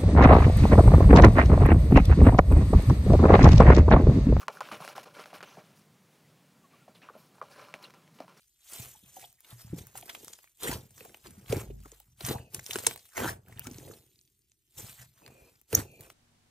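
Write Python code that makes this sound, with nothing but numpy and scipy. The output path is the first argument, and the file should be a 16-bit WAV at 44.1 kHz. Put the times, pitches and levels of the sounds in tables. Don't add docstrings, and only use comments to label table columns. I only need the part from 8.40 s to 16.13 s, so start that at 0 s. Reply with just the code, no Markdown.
import sys
import numpy as np
from scipy import signal
from scipy.fft import rfft, irfft, next_fast_len
from scipy.io import wavfile
from scipy.ndimage import uniform_filter1d, minimum_filter1d

SR = 44100
rng = np.random.default_rng(int(sys.argv[2]) if len(sys.argv) > 2 else 0)


def magnitude_from_level(level_db):
    exponent = np.asarray(level_db, float) / 20
    return 10 ** exponent


def to_wav(sig):
    pcm = np.clip(np.atleast_2d(sig), -1, 1) * 32767
    pcm = np.round(pcm).astype(np.int16)
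    wavfile.write(sys.argv[1], SR, pcm.T)


N = 340893


def evened(x):
    return x / np.sqrt(np.mean(x ** 2) + 1e-20)


def peaked(x):
    return x / np.sqrt(uniform_filter1d(x ** 2, 44).max())


def steadied(x, window_ms, share):
    power = uniform_filter1d(x ** 2, max(int(window_ms * SR / 1000), 1))
    return evened(x / (power + 1e-9) ** (share / 2))


def read(points, hz):
    f, value = np.transpose(points)
    return np.interp(np.log(hz + 1), np.log(f + 1), value)


def colour(x, spectrum):
    size = next_fast_len(x.shape[-1])
    gain = magnitude_from_level(read(spectrum, np.fft.rfftfreq(size, 1 / SR)))
    return irfft(rfft(x, size) * gain, size)[..., :x.shape[-1]]


def add(mix, start_s, sound):
    part = mix[..., round(start_s * SR):][..., :sound.shape[-1]]
    part += sound[..., :part.shape[-1]]


def level(rows):
    return magnitude_from_level(np.interp(np.arange(N) / SR, *np.transpose(rows), left=-140, right=-140))


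def strokes(rows, rise_db_s, steepness=1):
    t = np.arange(0, N, 32) / SR
    power = 0
    for s, hold, top_db, fall_db_s in rows:
        slope_db = np.minimum((t - s) * rise_db_s, (s + hold - t) * fall_db_s)
        power = power + magnitude_from_level(top_db + steepness * np.minimum(slope_db, 0)) ** 2
    return np.interp(np.arange(N) / SR, t, np.sqrt(power))


def ring(x, modes):
    out = 0
    for hz, width_hz, db in modes:
        radius = np.exp(-np.pi * width_hz * 1.5 / SR)
        pole = radius * np.exp(2j * np.pi * hz / SR)
        mode = signal.lfilter([1], [1, -2 * pole, pole ** 2], x + 0j).real
        out = out + magnitude_from_level(db) * evened(mode)
    return evened(colour(out, [(hz * 1.4, 0), (hz * 3, -25)]))


def grains(per_s, spread_db, clump_db, clump_ms):
    clumps = evened(uniform_filter1d(rng.standard_normal(N), max(int(clump_ms * SR / 1000), 1)))
    sizes = magnitude_from_level(spread_db * np.minimum(rng.exponential(1, N), 5) + clump_db * clumps)
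    return rng.standard_normal(N) * sizes * (rng.random(N) < per_s / SR)


def patchy(x, patchy_db):
    z = signal.stft(x, nperseg=256)[2]
    patches = uniform_filter1d(uniform_filter1d(rng.standard_normal(z.shape), 6, 0), 8, 1)
    return signal.istft(z * magnitude_from_level(patchy_db * evened(patches)), nperseg=256)[1][:N]


# (frequency [Hz], level [dB])
HUSH = [(25, 4), (65, 5), (140, -15), (260, -22), (370, -21), (600, -32), (7670, -26), (16400, -24)]
# (frequency [Hz], side-mid [dB])
HUSH_WIDTH = [(60, -9), (250, 0), (700, 9), (1300, 7), (4400, -4), (15000, -8)]
HUSH_DB = -81


def hush():
    mid, side = (patchy(colour(v, HUSH), 1.5) for v in rng.standard_normal((2, N)))
    side = colour(side, HUSH_WIDTH)
    return magnitude_from_level(HUSH_DB) * evened(np.array([mid + side, mid - side]))


# (frequency [Hz], t60 [s])
ROOM = [(500, 0.27), (12000, 0.09)]


def room(x):
    taps = rng.standard_normal((2, SR // 3)) * (rng.random((2, SR // 3)) < 0.06)
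    taps[:, :70] = 0
    hz, t, z = signal.stft(taps, SR, nperseg=128)
    decay = magnitude_from_level(-60 * t / read(ROOM, hz)[:, None])
    tail = signal.istft(z * decay, SR, nperseg=128)[1]
    return signal.fftconvolve(x[None], tail / np.linalg.norm(tail[0]), axes=1)[:, :N]


# (frequency [Hz], side-mid [dB])
WIDTH = [(100, -22), (300, -10), (700, -1), (2500, -3), (8000, -0.5), (15000, -8)]


def widen(x):
    z = signal.stft(x, nperseg=256)[2]
    a, b = (evened(uniform_filter1d(uniform_filter1d(v, 5, 0), 40, 1))
            for v in rng.standard_normal((2, *z.shape)))
    side = signal.istft(z * (0.2 * a + 0.9j * b), nperseg=256)[1][:N]
    side = colour(side, WIDTH)
    return np.array([x + side, x - side])


# (time [s], pitch [Hz], level [dB], octave [dB])
SQUEAK = [
    (7.346, 5630, -35, -26),
    (7.3496, 5623, -15, -8),
    (7.351, 6130, -8.5, -8.5),
    (7.3514, 6800, -8.5, 2),
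    (7.3525, 6610, -8, -11),
    (7.353, 6420, -14.5, 3.5),
    (7.356, 6240, -39, 6),
    (7.356, 5700, -24, -22),
    (7.372, 6500, -59.5, -15),
]


def squeak():
    s, *columns = np.transpose(SQUEAK)
    t, out = np.arange(s[0], s[-1], 1 / SR), np.zeros(N)
    hz, db, octave_db = (np.interp(t, s, c) for c in columns)
    flutter = evened(uniform_filter1d(rng.standard_normal(len(t)), 12))
    phase = 2 * np.pi * np.cumsum(hz * (1 + 0.017 * flutter)) / SR
    add(out, s[0], magnitude_from_level(db) * (np.sin(phase) + magnitude_from_level(octave_db) * np.sin(2 * phase)))
    return out


# (time [s], peak [dB], pitch [Hz], t60 [s])
PLOPS = [(0.766, -40, 750, 0.075), (0.839, -43, 730, 0.045), (1.332, -29, 283, 0.036),
         (1.552, -41.5, 770, 0.041), (1.695, -45, 676, 0.038), (2.292, -27, 243, 0.039),
         (2.653, -51, 440, 0.021), (2.855, -49, 368, 0.05), (2.977, -46.5, 192, 0.11),
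         (3.127, -17, 422, 0.021), (3.169, -24.5, 290, 0.022), (3.301, -38, 390, 0.038),
         (3.456, -44.5, 279, 0.025), (3.521, -49.5, 446, 0.047), (3.889, -34, 240, 0.12),
         (4.292, -43.5, 398, 0.026), (4.358, -24.5, 355, 0.018), (4.436, -42, 487, 0.022),
         (4.467, -29.5, 456, 0.069), (4.846, -28, 299.4, 0.03), (4.819, -33, 250, 0.09),
         (5.269, -37, 247, 0.055), (5.31, -38, 249, 0.055), (5.384, -40, 288, 0.026),
         (5.496, -41, 450, 0.039), (7.329, -23.5, 425, 0.039), (7.391, -27.5, 250, 0.019)]
# (time [s], peak [dB], pitch [Hz], t60 [s])
LUMPS = [(1.126, -43, 120, 0.24), (1.362, -39, 135, 0.1), (1.247, -41, 115, 0.12), (1.3, -42, 105, 0.1),
         (3.099, -25, 112, 0.12), (3.162, -27, 122, 0.2), (7.335, -28, 115, 0.1), (7.375, -28, 110, 0.1),
         (7.02, -56, 60, 0.1), (1.328, -28.5, 159, 0.095), (0.634, -52.5, 188, 0.045),
         (1.382, -46, 430, 0.04), (1.628, -43.5, 700, 0.024), (4.861, -27, 250, 0.011),
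         (5.478, -45, 562, 0.03), (3.602, -57, 800, 0.0327), (1.83, -50, 400, 0.03),
         (3.812, -44, 333, 0.024), (4.9, -42.5, 450, 0.025)]


def plops():
    out, t = np.zeros(N), np.arange(6000) / SR
    for s, db, hz, t60_s in PLOPS + LUMPS:
        second = 0.47 * min(hz / 260, 1, 450 / hz) ** 2
        phase = 2 * np.pi * np.cumsum(hz * (1 + 0.66 * np.exp(-t / 0.0014))) / SR
        wave = np.sin(phase) + second * np.sin(0.72 * phase)
        wave = wave * (1 - np.exp(-(t / 0.0025) ** 2)) * magnitude_from_level(-60 * t / t60_s)
        add(out, s, magnitude_from_level(db) * wave / abs(wave).max())
    return out


# (time [s], hold [s], rms level [dB], first pitch [Hz], last pitch [Hz])
GURGLES = [(0.553, 0.0042, -61.5, 895, 860), (0.638, 0.0055, -67, 3560, 3500),
           (0.828, 0.011, -56.5, 2310, 2500), (0.829, 0.015, -55, 714, 740),
           (0.84, 0.0092, -55.5, 3300, 3270), (0.988, 0.0048, -70, 2000, 1900),
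           (2.202, 0.035, -61.5, 3200, 3300), (2.231, 0.054, -47.5, 3400, 3080),
           (2.234, 0.053, -44, 420, 480), (2.271, 0.02, -45.5, 1700, 2200), (2.299, 0.036, -43.5, 740, 990),
           (2.61, 0.01, -57.5, 500, 400), (2.653, 0.01, -58, 950, 700), (2.87, 0.045, -59.5, 330, 199),
           (4.798, 0.0081, -42, 550, 500), (3.306, 0.0057, -66, 2700, 2700),
           (3.459, 0.0054, -54, 1310, 500), (3.948, 0.015, -42.5, 800, 865), (4.717, 0.02, -65, 1810, 1520),
           (4.757, 0.016, -54, 1500, 1763), (4.77, 0.004, -40, 2050, 2000), (4.78, 0.018, -47, 2800, 2700),
           (4.815, 0.0096, -45.5, 1690, 1380), (4.829, 0.025, -45.5, 3250, 3240),
           (4.838, 0.026, -38, 1490, 1430), (4.843, 0.02, -39, 880, 940), (4.876, 0.0055, -37, 1540, 1580),
           (4.886, 0.0065, -38, 1460, 1770), (5.079, 0.0044, -62.5, 1500, 1550),
           (5.093, 0.0062, -62, 800, 740), (5.163, 0.005, -66, 1550, 1550),
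           (5.204, 0.016, -58.5, 2600, 2970), (5.252, 0.029, -56, 1290, 1480),
           (6.591, 0.0074, -58.5, 1910, 1780), (6.618, 0.012, -61, 1606, 1790)]
GURGLE_EDGE_DB_S, GURGLE_SHARPNESS = 1500, 4.4


def gurgles():
    out, air = np.zeros(N), grains(2500, 2.0, 2.03, 3)
    for s, hold, db, first_hz, last_hz in GURGLES:
        t = np.arange(-0.03, hold + 0.03, 1 / SR)
        hz = np.interp(t, [0, hold], [first_hz, last_hz])
        turn = np.exp(2j * np.pi * np.cumsum(hz) / SR)
        r = np.exp(-np.pi * first_hz / GURGLE_SHARPNESS / SR)
        still = air[round(s * SR):][:len(t)] / turn
        note = (turn * signal.lfilter([1], [1, -2 * r, r * r], still)).real
        edges = magnitude_from_level(GURGLE_EDGE_DB_S * np.minimum(np.minimum(t, hold - t), 0))
        add(out, s + t[0], magnitude_from_level(db) * edges * steadied(note, 13, 0.606))
    return out


# (peak time [s], rms level [dB], brightest [Hz], length [ms])
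FILMS = [(0.3353, -37, 8460, 3.4), (0.9284, -54, 13800, 2), (3.1262, -36, 6200, 4),
         (1.0065, -49.5, 12500, 2.5), (1.47, -41.5, 13700, 0.83), (1.5774, -38.5, 9900, 9),
         (1.6121, -42.5, 11000, 1.8), (1.847, -39.5, 9500, 0.73), (1.934, -42, 6540, 6),
         (2.0328, -52, 14300, 2.9), (2.234, -31, 8400, 2.8), (2.871, -47, 4200, 4.8),
         (3.519, -46, 6760, 3.3), (3.6017, -44.5, 15400, 3.5), (3.8509, -31, 6000, 4),
         (3.865, -31, 9800, 2.5), (4.147, -27.5, 9600, 3.5), (4.2642, -33, 5500, 1.0),
         (4.31, -29, 3142, 1.6), (4.3337, -31, 5600, 1.5), (4.3638, -33, 7800, 1.8),
         (4.3926, -34, 7670, 2.1), (4.4695, -12.5, 8000, 3.0), (5.1949, -28.5, 14200, 1.6),
         (5.3135, -45.5, 6540, 0.95), (5.3328, -53, 13300, 1.5), (5.3844, -43.5, 5700, 2.2),
         (6.1186, -57, 6100, 1.4), (7.215, -52.5, 13550, 1.7), (7.609, -42.5, 14300, 3.6)]
# (peak time [s], rms level [dB], brightest [Hz], length [ms])
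POCKETS = [(1.3887, -51, 7100, 8.7), (1.6982, -41.5, 3320, 12.5), (1.7511, -43, 3270, 4.8),
           (1.882, -42, 9350, 0.59), (2.581, -52.5, 5930, 5.7), (2.7463, -47, 2660, 4.2),
           (3.1255, -36, 2910, 5), (3.8091, -42.5, 4100, 4.7), (3.889, -38, 6185, 8),
           (4.1937, -43.5, 2030, 1.5), (4.3875, -35, 9050, 1.7), (4.4478, -45.5, 2160, 2.4),
           (4.5609, -42, 14000, 1.9), (5.2707, -40, 6550, 4.2), (6.8639, -50, 3975, 2.7)]
# (peak time [s], rms level [dB])
LIPS = [(1.556, -63), (1.9892, -69), (2.043, -70.5), (2.6524, -68.5), (3.4584, -70), (4.358, -44),
        (4.5118, -52.5), (4.7786, -45), (6.879, -64.5), (7.3299, -47), (7.7025, -61.5)]
# (peak time [s], rms level [dB], brightest [Hz])
THREADS = [(5.716, -67, 3490), (5.852, -65, 5740), (5.992, -64, 8990), (6.02, -69, 4980),
           (6.098, -64, 8050), (6.309, -65.5, 7970), (5.665, -63.5, 8060), (5.759, -61, 4530),
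           (5.791, -56.5, 4500), (5.813, -56, 6500), (5.877, -62.5, 4500), (4.2435, -45, 7000),
           (4.3105, -33, 14000), (4.377, -38, 13500), (4.265, -38, 13000), (4.334, -36, 13500),
           (2.173, -55, 11000)]
# (peak time [s], rms level [dB], brightest [Hz])
TICKS = [(0.77, -60, 2970), (1.048, -53, 3000), (2.608, -46, 2500), (2.651, -49, 13400),
         (2.772, -52, 13000), (2.8425, -60, 2720), (2.9085, -51, 9700), (3.062, -54.5, 3220),
         (3.083, -51.5, 3170), (3.404, -59.5, 8000), (3.437, -56, 14000), (1.627, -49.5, 3200),
         (1.658, -49, 13000), (1.73, -54, 7000), (2.076, -59.5, 2200), (3.392, -70, 2000),
         (3.43, -70, 2470), (3.535, -62, 1100), (3.985, -50, 1500), (4.197, -45, 6200), (4.438, -39, 14500),
         (4.692, -55, 9000), (4.347, -47.5, 1795), (4.577, -47, 8000), (4.594, -53, 4560),
         (4.655, -53, 13100), (6.778, -64.5, 1500), (6.82, -60, 900), (7.157, -66, 5000),
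         (7.668, -61, 1200), (2.508, -56, 9000), (2.695, -57, 1800), (2.288, -40, 3000), (4.889, -41, 3900),
         (4.4679, -19.5, 5500), (4.469, -28, 3000), (5.0635, -65, 2480), (5.085, -55.5, 13500),
         (5.112, -64, 2910), (5.126, -51.5, 2100), (5.176, -51, 3000), (5.186, -52, 1600),
         (5.218, -56, 1700), (5.345, -51.5, 4200), (5.401, -56, 2310), (5.432, -57, 14000),
         (5.452, -58, 3800), (5.479, -58, 2070), (5.513, -52.5, 1200), (5.538, -54, 4170)]
LIP_HZ, LIP_MS, THREAD_MS, TICK_MS = 2150, 2.8, 1.2, 3.8
FILM_BODY_DB, POCKET_BODY_DB, TICK_BODY_DB = -14, 1, -8
LIP_BRIGHT_DB, LIP_BODY_DB = -12, 19


def bursts():
    films = [(*row, row[1] + FILM_BODY_DB) for row in FILMS]
    pockets = [(*row, row[1] + POCKET_BODY_DB) for row in POCKETS]
    lips = [(s, db + LIP_BRIGHT_DB, LIP_HZ, LIP_MS, db + LIP_BODY_DB) for s, db in LIPS]
    threads = [(*row, THREAD_MS, row[1] + 2 * FILM_BODY_DB) for row in THREADS]
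    ticks = [(*row, TICK_MS, row[1] + TICK_BODY_DB) for row in TICKS]
    return films + pockets + lips + threads + ticks


# (frequency [Hz], density [dB per Hz])
SMACK = [(300, -23), (650, -1.5), (900, -2.5), (1600, -4), (2600, -7), (3600, -15)]


def snaps():
    out, t = np.zeros(N), np.arange(-512, 1536) / SR
    for s, db, hz, ms, dull_db in bursts():
        noise = rng.standard_normal(2048)
        u = t * 1000 / max(ms, 0.5)
        decay = 0.89 * np.exp(-u / 0.45) + 0.11 * np.exp(-u * 0.3)
        shape = np.where(u < 0, np.exp(-(u / 0.45) ** 2), decay)
        bright = colour(noise, [(hz / 8, -28), (hz * 0.45, -16), (hz * 0.89, -6), (hz, 0),
                                (hz * 1.2, -6), (hz * 1.6, -22), (hz * 4, -32)])
        bright = colour(bright, [(min(1400, hz / 2), -30.5), (min(2100, hz * 0.69), -2)])
        dull = colour(noise, SMACK)
        add(out, s - 512 / SR, magnitude_from_level(db) * peaked(bright * shape) + magnitude_from_level(dull_db) * peaked(dull * shape))
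    return out


# (frequency [Hz], width [Hz], level [dB])
DESK = [(51.5, 3.7, -12.5), (104.3, 34, 1.5), (125.8, 22, 2.5), (160, 78, -1.5)]
# (time [s], hold [s], level [dB])
PUSHES = [(0.392, 0.0047, -48), (0.635, 0.015, -62.5), (0.83, 0.0088, -67), (1.12, 0.004, -62),
          (1.25, 0.0035, -58), (1.318, 0.09, -50), (1.565, 0.0091, -58), (1.819, 0.013, -66.5),
          (2.29, 0.036, -37.5), (2.5, 0.16, -67), (2.84, 0.27, -61), (3.12, 0.083, -40), (3.232, 0.17, -52),
          (3.666, 0.18, -68.5), (3.839, 0.12, -41.5), (4.141, 0.01, -46.5), (4.312, 0.2, -57.5),
          (4.797, 0.12, -44), (5.084, 0.41, -53.5), (6.378, 0.065, -52), (6.602, 0.0082, -54),
          (6.879, 0.01, -61), (7.026, 0.05, -80), (7.333, 0.06, -42), (7.604, 0.018, -60)]
PUSH_RISE_DB_S, PUSH_FALL_DB_S, CREEP_DESK_DB = 1396.5, 170.5, -6.5
# (time [s], level [dB])
SWAY = [
    (3.1, -94.5),
    (3.3, -40.5),
    (3.47, -55.5),
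    (3.85, -90.5),
]
SWAY_HZ = 50.3


def desk(creep):
    boom = steadied(ring(grains(280, 3.5, 2.1, 45), DESK), 73, 0.93)
    pushing = strokes([(*row, PUSH_FALL_DB_S) for row in PUSHES], PUSH_RISE_DB_S)
    sway = np.sin(2 * np.pi * SWAY_HZ * np.arange(N) / SR)
    return (pushing + creep * magnitude_from_level(CREEP_DESK_DB)) * boom + level(SWAY) * sway


# (frequency [Hz], width [Hz], level [dB])
HOLLOW = [(470, 300, 5), (2420, 80, 0), (2600, 90, -3), (4200, 320, -10), (5900, 350, -11)]
# (time [s], hold [s], level [dB])
SLIDES = [
    (3.96, 0.06, -56.5),
    (4.04, 0.042, -65.5),
    (6.831, 0.26, -64),
    (7.405, 0.27, -62),
]
SLIDE_EDGE_DB_S = 600


def slides():
    sliding = strokes([(*row, SLIDE_EDGE_DB_S) for row in SLIDES], SLIDE_EDGE_DB_S)
    hiss = ring(rng.standard_normal(N), HOLLOW)
    hiss = colour(hiss, [(720, 0), (900, -14), (1900, -8), (2300, 0)])
    t = np.arange(N) / SR
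    speed = np.ones(N)
    for s, hold, db in SLIDES:
        speed += 0.08 * (t > s - 0.05) * np.exp(-abs(t - s) / 0.08)
    return sliding, sliding * np.interp(np.cumsum(speed) % N, np.arange(N), hiss)


# (frequency [Hz], width [Hz], level [dB])
SQUELCH = [(250, 240, 1), (387, 200, 6.5), (640, 260, -6)]
# (time [s], hold [s], level [dB])
SQUEEZES = [(0.326, 0.14, -65), (0.635, 0.019, -75.5), (0.766, 0.021, -64), (1.054, 0.17, -74.5),
            (1.343, 0.062, -57), (1.546, 0.35, -64), (2.237, 0.1, -43.5), (2.584, 0.14, -62.5),
            (2.864, 0.25, -70), (3.126, 0.0032, -36.5), (3.166, 0.064, -52.5), (3.889, 0.049, -37.5),
            (3.92, 0.022, -45), (4.142, 0.0065, -53.5), (4.348, 0.044, -54.5), (4.474, 0.0071, -49.5),
            (4.787, 0.071, -40.5), (5.065, 0.14, -66.5), (5.274, 0.0087, -50.5), (5.406, 0.13, -56),
            (6.393, 0.021, -56), (6.828, 0.075, -57), (7.005, 0.054, -65.5), (7.343, 0.042, -37),
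            (7.519, 0.081, -63), (7.594, 0.004, -51.5)]
SQUEEZE_RISE_DB_S, SQUEEZE_FALL_DB_S, CREEP_SQUELCH_DB = 898, 203, -7.5


def cavities(creep, sliding):
    squelch = steadied(ring(grains(1200, 2.4, 4.5, 14), SQUELCH), 30, 0.65)
    squeezing = strokes([(*row, SQUEEZE_FALL_DB_S) for row in SQUEEZES], SQUEEZE_RISE_DB_S)
    gripping = 1 / (1 + sliding / magnitude_from_level(-64.5))
    murmur = colour(squelch, [(380, 0), (560, -23.5)])
    return squeezing * gripping * squelch + creep * magnitude_from_level(CREEP_SQUELCH_DB) * murmur


# (time [s], hold [s], fizz level [dB], smack-fizz [dB])
TEARS = [(0.761, 0.079, -54, -12.5), (1.195, 0.023, -53, -8), (1.386, 0.004, -49.5, -28),
         (1.563, 0.018, -51.5, -4), (1.682, 0.009, -68, 12), (2.232, 0.105, -39.5, -4),
         (2.858, 0.0093, -54, -1.5), (3.099, 0.11, -48, 1.5), (3.802, 0.015, -55.5, -3),
         (3.851, 0.071, -40.5, -2.5), (4.146, 0.0069, -48, -4.5), (4.44, 0.09, -46.5, -11.5),
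         (4.777, 0.12, -42.5, 3), (5.243, 0.012, -53, -7.5), (6.386, 0.018, -45.5, -10.5),
         (7.333, 0.069, -43, -2), (7.619, 0.039, -58.5, -4.5)]
TEAR_RISE_DB_S, TEAR_FALL_DB_S = 550.5, 354.5
# (time [s], hold [s], fizz level [dB], smack-fizz [dB], fall [dB/s])
SMEARS = [(0.002, 0.019, -67.5, -24, 72), (0.333, 0.089, -45, -10, 100), (0.68, 0.18, -59.5, -12, 138),
          (1.11, 0.0033, -53.5, -5, 190), (1.27, 0.22, -63, -3, 98), (1.66, 0.26, -56.5, -13, 76),
          (2.38, 0.039, -60.5, -6.5, 145), (2.596, 0.0043, -55, -8, 57.5), (2.9, 0.37, -67, -1, 100),
          (3.46, 0.075, -63.5, -7, 72), (3.97, 0.0044, -61.5, -1.5, 142), (4.31, 0.03, -43, -9.5, 400),
          (4.365, 0.03, -46, -8, 150), (4.58, 0.2, -61.5, -18.5, 152), (5.1, 0.1, -66.5, 0.5, 107),
          (5.32, 0.2, -57, -8, 101), (6.45, 0.045, -49, -9.5, 129), (6.617, 0.0034, -51.5, -5.5, 334),
          (6.78, 0.3, -69.5, -0.5, 95)]
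SMEAR_RISE_DB_S, CREEP_SMACK_DB = 172, -24.5
WET_STEEPNESS = 1.35


def peeling(creep):
    tears = [(*row, TEAR_FALL_DB_S) for row in TEARS]
    fizzing, smacking = creep, creep * magnitude_from_level(CREEP_SMACK_DB)
    for rows, rise in (tears, TEAR_RISE_DB_S), (SMEARS, SMEAR_RISE_DB_S):
        dry_rows = [(s, hold, db, fall) for s, hold, db, wet_db, fall in rows]
        wet_rows = [(s, hold, db + wet_db, fall) for s, hold, db, wet_db, fall in rows]
        fizzing = np.hypot(fizzing, strokes(dry_rows, rise))
        smacking = np.hypot(smacking, strokes(wet_rows, rise, WET_STEEPNESS))
    return fizzing, smacking


# (frequency [Hz], density [dB per Hz])
FIZZ = [(1180, -28.5), (2000, -12), (3270, -5), (4870, -8), (7430, -2.5), (9500, -2.5), (11000, -7.5),
        (13200, -0.5), (15700, -9), (16400, -51)]


def skin(creep):
    fizz = steadied(patchy(colour(grains(12000, 0.9, 2.0, 9), FIZZ), 3.0), 35, 0.5)
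    smack = steadied(patchy(colour(grains(4000, 1.6, 1.8, 5), SMACK), 2.8), 25, 0.6)
    ticks = patchy(colour(grains(150, 1.2, 1.5, 60), [(500, -24), (1500, -1)]), 5)
    fizzing, smacking = peeling(creep)
    return fizzing * (fizz + 0.2 * evened(ticks)) + smacking * smack


# (time [s], level [dB])
CREEP = [(0.0, -85.5), (2.1, -85), (3.25, -71), (3.73, -78), (5.03, -88), (5.68, -70.5), (6.19, -80.5),
         (6.33, -77), (7.17, -71.5), (7.28, -83), (7.46, -68), (7.73, -66)]


def kneading():
    creep = level(CREEP)
    sliding, slide = slides()
    return skin(creep) + slide + cavities(creep, sliding) + desk(creep)


def scene():
    pops = plops()
    centred = 0.55 * pops
    near = kneading() + pops + squeak() + snaps() + gurgles()
    send = colour(near, [(150, -35.5), (500, 5.5), (10000, 5.5), (12000, -6)])
    return widen(near - centred) + centred + magnitude_from_level(-19.0) * room(send) + hush()


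def top_cut(x):
    return signal.sosfilt(signal.butter(12, 16610, fs=SR, output="sos"), x)


def record(dry):
    x = colour(dry, [(22, -19), (45, 1.5), (15400, -1.5), (16400, -6.5), (16700, -45.0)])
    mid, side = colour(np.array([x[0] + x[1], x[0] - x[1]]) / 2, [(6700, -80), (6900, 0)])
    power = np.pad(uniform_filter1d(mid ** 2, 128), (0, -N % 1024), "edge").reshape(-1, 1024)
    peak, mean = power.max(1), power.mean(1)
    steady = minimum_filter1d(1.0 * (peak < 3.1 * mean), 2)
    steady = uniform_filter1d(np.repeat(steady, 1024)[:N], 400)
    lost = colour(side, [(15350, 0), (15600, -80)]) * steady
    calm = uniform_filter1d(np.repeat(1.0 * (peak < 6 * mean), 1024)[:N], 400)
    x = x - colour(x, [(15350, -80), (15600, 0)]) * calm
    return top_cut(x - np.array([lost, -lost]))


dry = scene()
out = record(dry)
to_wav(out)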